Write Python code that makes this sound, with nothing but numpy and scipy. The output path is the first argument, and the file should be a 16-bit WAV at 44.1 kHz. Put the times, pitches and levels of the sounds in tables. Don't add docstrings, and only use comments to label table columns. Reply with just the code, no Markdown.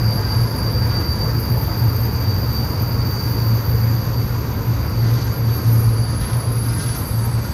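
import sys
import numpy as np
from scipy import signal
from scipy.fft import rfft, irfft, next_fast_len
from scipy.io import wavfile

SR = 44100
rng = np.random.default_rng(int(sys.argv[2]) if len(sys.argv) > 2 else 0)


def put_to_file(sound):
    columns = np.atleast_2d(sound).T
    safe = np.clip(columns, -1, 1)
    whole_steps = np.round(safe * 32767)
    wavfile.write(sys.argv[1], SR, whole_steps.astype(np.int16))


N = 332073
TIME = np.arange(N) / SR


def from_db(db):
    return 10 ** (np.asarray(db) / 20)


def unit_power(x):
    return x / np.sqrt(np.mean(np.abs(x) ** 2) + 1e-20)


def level_curve(rows):
    return np.interp(TIME, *np.transpose(rows))


def gate(start, end, rise_s, fall_s):
    opening = np.clip((TIME - start) / rise_s, 0, 1) if start > .03 else 1
    return opening * np.exp(-np.clip((TIME - end) / fall_s, 0, 30))


def many_paths(width_hz, t=TIME, size=32768, grid_hz=4096):
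    hz = np.fft.fftfreq(size, 1 / grid_hz)
    paths = rng.standard_normal(size) + 1j * rng.standard_normal(size)
    bell = np.exp(-(hz / (2 * width_hz)) ** 2)
    return np.interp(t, np.arange(size) / grid_hz, unit_power(np.fft.ifft(paths * bell)))


def drift(rate_hz, t=TIME):
    return np.sqrt(2) * many_paths(rate_hz, t).real


def wobble(rate_hz, t=TIME):
    return np.tanh(drift(rate_hz, t))


def twinkle(depth, rate_hz, t=TIME):
    return unit_power(1 + depth * many_paths(rate_hz, t))


def echoes(spread_hz, rate_hz, t=TIME, count=6):
    shifts = spread_hz * (np.linspace(-1, 1, count) + rng.normal(0, 0.16, count))
    coarse = t[::16]
    paths = sum(many_paths(rate_hz, coarse) * np.exp(2j * np.pi * hz * coarse) for hz in shifts)
    return np.interp(t, coarse, unit_power(paths))


def noise(spectrum, flutter_db, flutter_hz, groups=4):
    size = next_fast_len(N)
    octave = np.log2(np.maximum(np.fft.rfftfreq(size, 1 / SR), 1))
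    hz, db = np.transpose(spectrum)
    shaped = rfft(rng.standard_normal(size)) * from_db(np.interp(octave, np.log2(hz), db))
    group = np.floor(2 * octave) % groups
    parts = (irfft(shaped * (group == k), size)[:N] for k in range(groups))
    return unit_power(sum(part * from_db(flutter_db * drift(flutter_hz)) for part in parts))


def pure_tone(hz):
    return np.exp(2j * np.pi * np.cumsum(hz) / SR)


def wavering_tone(hz, waver, waver_hz, t=TIME):
    return pure_tone(hz * (1 + waver * drift(waver_hz, t)))


def ringing(hz, width_hz, wander_hz=0, rate_hz=1):
    centre_hz = hz + wander_hz * wobble(rate_hz)
    return (many_paths(width_hz) * pure_tone(centre_hz)).real


# pitch_hz, relative_db
BODY_RUMBLE = [(20, -35), (30, -46), (47, -5), (62, 0), (78, -1), (92, 2.5), (125, -3.5), (150, -4.5),
               (200, -20), (400, -69)]
FRAME_ROAR = [(100, -9.5), (165, 1), (220, 0.5), (290, -2.5), (380, -7), (480, -5.5), (600, -11.5),
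              (800, -17.5), (1300, -72)]
TREAD_RUSH = [(450, -50), (750, -5.5), (930, -0.5), (1150, -3), (1550, -6.5), (1750, -9.5), (2400, -13),
              (3100, -23.5), (5000, -110)]
RAIL_HISS = [(2000, 2.5), (3200, 5), (3900, 8.5), (5400, 8), (6300, 9.5), (7000, 2), (7700, -7.5),
             (9400, -3.5), (10200, -8), (12000, 2.5), (14500, -70), (15700, -79)]


def rolling():
    rumble = from_db(-21.5 - 0.28 * TIME) * noise(BODY_RUMBLE, flutter_db=1.4, flutter_hz=6.7)
    roar = from_db(-28 - 0.24 * TIME) * noise(FRAME_ROAR, flutter_db=1.3, flutter_hz=4.3)
    rush = from_db(-35 - 0.29 * TIME) * noise(TREAD_RUSH, flutter_db=.9, flutter_hz=6)
    hiss = from_db(-43.5) * noise(RAIL_HISS, flutter_db=1.3, flutter_hz=7)
    return rumble + roar + rush + hiss


# start_s, level_db
COUPLING_KNOCKS = [(0.33, -38), (0.72, -45), (1.22, -39), (1.67, -38.5), (6.28, -40)]
# pitch_hz, relative_db
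PANEL_NOTES = [(270, 0), (335, 1.5), (440, -1), (510, -0.5), (690, -3.5), (880, 0.5), (1000, -3),
               (1630, -7)]


def wagons(rattle_db=-42.5, uneven_db=3, rise_s=0.017, ring_s=0.06):
    rattle = from_db(rattle_db) * gate(0, 1.2, rise_s=1, fall_s=1)
    out = 0
    for hz, note_db in PANEL_NOTES:
        knocks = sum(from_db(db + uneven_db * rng.normal()) * gate(s, s + rise_s, rise_s, ring_s)
                     for s, db in COUPLING_KNOCKS)
        shaking = np.hypot(knocks, rattle * from_db(uneven_db * drift(rate_hz=6)))
        out += from_db(note_db) * shaking * ringing(hz, width_hz=0.026 * hz)
    return out


# time_s, level_db
ENGINE_LEVELS = [(0.0, -31), (0.06, -12.5), (0.21, -36), (0.28, -18.5), (0.47, -19.5), (0.65, -26.5),
                 (0.85, -19.5), (1.18, -36), (1.29, -16.5), (1.41, -30), (1.51, -16.5), (1.67, -29),
                 (1.87, -14), (1.97, -32), (2.03, -19.5), (2.25, -30), (2.58, -21), (2.76, -27.5),
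                 (2.86, -19.5), (3.14, -26.5), (3.31, -19), (3.38, -21), (3.5, -16), (3.66, -21.5),
                 (3.8, -16.5), (3.97, -19), (4.05, -23), (4.17, -19), (4.26, -25), (4.42, -25), (4.6, -31),
                 (4.7, -16.5), (4.86, -24.5), (4.94, -18.5), (5.16, -16.5), (5.35, -26), (5.48, -16),
                 (5.61, -29.5), (5.68, -14), (5.92, -15.5), (6.08, -19), (6.26, -34.5), (6.36, -17),
                 (6.43, -33), (6.49, -19.5), (6.66, -22), (6.76, -26), (6.88, -23.5), (7.02, -38),
                 (7.14, -14), (7.29, -29.5), (7.41, -17), (7.53, -47)]


def diesels(firing_hz=115.1, beat_hz=3.6, octave_db=-26, second_db=-27.5, second_follows=0.17):
    db = level_curve(ENGINE_LEVELS)
    tone = wavering_tone(firing_hz, waver=0.014, waver_hz=10)
    uneven = twinkle(depth=0.13, rate_hz=22)
    leading = unit_power((tone * uneven + from_db(octave_db) * tone ** 2).real)
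    second = unit_power(wavering_tone(firing_hz + beat_hz, waver=0.0366, waver_hz=5.1).real)
    return from_db(db) * leading + from_db(second_db + second_follows * (db - db.mean())) * second


# start_s, length_s, level_db, centre_hz
FLANGE_GRINDS = [(0.1, 0.35, -47, 3000), (0.78, 0.3, -45, 2700), (2.46, 0.42, -51, 7000),
                 (3.03, 0.5, -46.5, 6000), (4.9, 0.5, -44, 5000), (5.45, 0.5, -47, 9500),
                 (6.08, 0.4, -44, 3200), (6.6, 0.45, -41, 5200), (7.3, 0.45, -46.5, 4000)]
# pitch_hz, relative_db
GRIND_SPECTRUM = [(1500, -25), (2400, -1), (4200, 1), (6400, 1), (7500, -14.5), (10000, -11), (12000, -28)]
# pitch_hz, rolling_db, relative_to_grind_db
WHEEL_NOTES = [(948, -50, -24), (1022, -48.5, -20), (1425, -55, 4), (1272, -55.5, 5), (1606, -55, 5),
               (1830, -59, -2), (2008, -60.5, -2), (4140, -79, -9), (6200, -75, -13), (8570, -72, -13),
               (8840, -80, -28), (9400, -64.5, -26)]


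def grinding_wheels(focus_db_per_octave=7, chatter_db=4.8, flare_db=7.5):
    out = np.zeros(N)
    shaking = [from_db(db + flare_db * wobble(rate_hz=4)) for _, db, _ in WHEEL_NOTES]
    for start, length, level_db, centre_hz in FLANGE_GRINDS:
        swell = np.sin(np.pi * np.clip((TIME - start) / length, 0, 1))
        grind = from_db(level_db + chatter_db * wobble(rate_hz=25)) * swell
        loss_db = lambda hz: focus_db_per_octave * abs(np.log2(hz / centre_hz))
        colour = [(hz, db - loss_db(hz)) for hz, db in GRIND_SPECTRUM]
        out += grind * noise(colour, flutter_db=-2.5, flutter_hz=1, groups=1)
        for strength, (hz, _, grind_db) in zip(shaking, WHEEL_NOTES):
            strength += from_db(grind_db - loss_db(hz)) * grind
    for strength, (hz, _, _) in zip(shaking, WHEEL_NOTES):
        out += strength * ringing(hz, width_hz=0.006 * hz, wander_hz=28, rate_hz=2.5)
    return out


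# time_s, level_db
LOW_DIRECT_LEVELS = [(0.0, -49), (0.08, -31), (0.22, -39), (0.32, -32), (0.53, -44), (0.66, -33.5),
                     (0.88, -34.5), (0.98, -28), (1.05, -36.5), (1.11, -26.5), (1.17, -38), (1.22, -26),
                     (1.34, -38), (1.42, -38.5), (1.52, -36), (1.68, -46), (1.78, -39), (2.08, -46.5),
                     (2.31, -32.5), (2.45, -46), (2.57, -28.5), (2.7, -45), (3.0, -38), (3.21, -33),
                     (3.35, -38), (3.5, -38), (3.62, -44), (3.8, -40.5), (4.06, -60), (4.19, -38.5),
                     (4.3, -52), (4.7, -50), (5.1, -46), (5.4, -49), (5.53, -39.5), (5.8, -51),
                     (6.0, -43.5), (6.6, -55), (6.85, -40.5), (7.03, -50), (7.2, -44.5), (7.53, -49)]
LOW_SCATTER_LEVELS = [(0.0, -32.5), (1.2, -35.5), (1.9, -36.5), (3.2, -36), (4.2, -40.5), (4.62, -45.5),
                      (4.95, -40.5), (5.9, -42.5), (6.07, -40), (6.25, -42.5), (7.53, -43)]


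def low_squeal(pitch_hz=4612, doppler_hz=79.8, passing_s=2.5, scatter_shift_hz=28):
    hz = pitch_hz + doppler_hz * np.exp(-TIME / passing_s)
    tone = wavering_tone(hz, waver=0.00046, waver_hz=10.7)
    near = twinkle(depth=0.17, rate_hz=8) + from_db(-15) * echoes(spread_hz=25, rate_hz=4)
    direct = from_db(level_curve(LOW_DIRECT_LEVELS)) * unit_power((tone * near).real)
    trees = many_paths(width_hz=103) * np.exp(2j * np.pi * scatter_shift_hz * TIME)
    trunks = from_db(-7) * echoes(spread_hz=125, rate_hz=2.4)
    slope = from_db(-5.5) * ringing(4825, width_hz=34)
    wide_hiss = from_db(-11) * ringing(4900, width_hz=210)
    scatter = unit_power((tone * unit_power(trees + trunks)).real + slope + wide_hiss)
    return direct + from_db(level_curve(LOW_SCATTER_LEVELS) + 0.9 * drift(rate_hz=12)) * scatter


# start_s, length_s, pitch_hz, tone_db, scatter_db
FLANGE_SQUEAKS = [ (0, 0.42, 12760, -47, -56), (0, 1.2, 13000, -52, -49), (0, 1.2, 14210, -55, -52),
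                  (.1, .9, 15330, -57, -58), (1.28, .27, 12320, -48, -58), (1.5, 1.4, 14170, -46.5, -49),
                  (2.477, .15, 9100, -56, -59), (2.555, .45, 10800, -58, -52), (2.6, .9, 10610, -54, -63),
                  (3.1, 0.3, 10270, -53, -53), (3.4, 0.96, 11480, -47, -50), (4.4, 0.57, 14040, -51, -52),
                  (4.454, 0.5, 12760, -50, -44), (5.6, 0.23, 9030, -52, -53), (6.64, 0.21, 5055, -45, -48),
                  (5.6, 0.26, 10300, -58, -50), (6.75, 0.35, 7090, -57, -59), (6.78, .27, 9096, -53, -55),
                  (5.05, .18, 1950, -49, -49), (5.55, .42, 1250, -46, -49), (6.05, .22, 1266, -42, -48),
                  (6.24, .15, 1825, -47, -54), (6.72, .27, 1265, -47, -52), (6.4, 1.12, 1346, -52, -52)]


def squeaks(spread=0.02, sink_per_s=0.0041):
    out = np.zeros(N)
    for start, length, hz, tone_db, scatter_db in FLANGE_SQUEAKS:
        caught = gate(start, start + length - .05, rise_s=0.05, fall_s=0.11)
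        live = caught > .001
        t = TIME[live]
        tone = pure_tone(hz * (1 - sink_per_s * (t - start - length / 2)))
        direct = from_db(tone_db) * twinkle(depth=1, rate_hz=7.7, t=t)
        scatter = from_db(scatter_db) * many_paths(spread * hz, t)
        out[live] += caught[live] * (tone * (direct + scatter)).real
    return out


def forest_scatter(hz, spread, t, gust_db=2.5):
    near_trees = from_db(-2) * many_paths(0.011 * hz, t)
    valley = many_paths(spread * hz, t)
    trunks = from_db(-5) * echoes(0.014 * hz, rate_hz=7, t=t)
    forest = unit_power(unit_power(near_trees + valley) + trunks)
    return forest * from_db(gust_db * wobble(rate_hz=14, t=t))


# start_s, end_s, peak_s, pitch_at_peak_hz, sink_share_per_s, tone_db, scatter_db,
# echo_relative_to_tone_db, swell_db_per_s, ebb_db_per_s, scatter_spread_share (shares are of the pitch)
HIGH_SQUEALS = [ (0, 3.3, .3, 11268, .0075, -39.5, -46.5, -6, 10, 7.5, .021),
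                (0, 5.9, 1.9, 13222, .007, -36.5, -41, -5, 6, 3.7, .027),
                (1.08, 2.9, 1.3, 14410, .0025, -44.5, -48, -6, 30, 1, .045),
                (2.82, 6.4, 3.35, 14309, .0068, -38, -43, -6, 12, 9, .05),
                (3.04, 4.5, 3.35, 11666, .0045, -39.5, -44, -7, 35, 11, .02),
                (3.36, 4.6, 3.54, 12624, .0006, -40.5, -50.5, -8, 50, 7, .038),
                (3.9, 7.53, 5.9, 11185, .0045, -48.5, -53.5, -5, 3, 4, .02),
                (4.55, 5.76, 5.65, 12608, .0008, -33, -43, -15, 16, 14, .038),
                (5.61, 7.25, 6.85, 10499, .0035, -31.5, -39, -9, 8.5, 19, .03),
                (5.9, 7.53, 6.95, 12585, .0018, -35.5, -42, -15, 13, 7, .034),
                (6.63, 7.53, 6.9, 8091, .0008, -52, -51.5, -10, 12, 0, .025)]


def high_squeals(build_s=0.2, forest_fill_s=0.054, flare_db=3, scatter_follows=0.49):
    out = np.zeros(N)
    for start, end, peak, hz, sink, tone_db, scatter_db, echo_db, swell, ebb, spread in HIGH_SQUEALS:
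        slipping = gate(start, end, rise_s=build_s, fall_s=0.32)
        live = slipping > .001
        t = TIME[live]
        drop_db = np.where(t < peak, swell * (peak - t), ebb * (t - peak))
        drop_db += flare_db * wobble(rate_hz=19, t=t)
        near = twinkle(depth=0.75, rate_hz=7, t=t)
        near += from_db(echo_db) * echoes(0.0054 * hz, rate_hz=2.2, t=t)
        far = forest_scatter(hz, spread, t) * gate(start, end, rise_s=forest_fill_s, fall_s=.4)[live]
        direct = from_db(tone_db - drop_db) * near
        scatter = from_db(scatter_db - scatter_follows * drop_db) * far
        tone = wavering_tone(hz * (1 - sink * (t - peak)), waver=0.00039, waver_hz=7, t=t)
        out[live] += slipping[live] * (tone * (direct + scatter)).real
    return out


def scene():
    background = rolling() + wagons() + diesels()
    return (background + grinding_wheels() + low_squeal() + high_squeals() + squeaks())[None]


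def record(dry, cutoff_hz=15700):
    return signal.sosfilt(signal.ellip(10, .1, 80, cutoff_hz, fs=SR, output="sos"), dry)


dry = scene()
out = record(dry)
put_to_file(out)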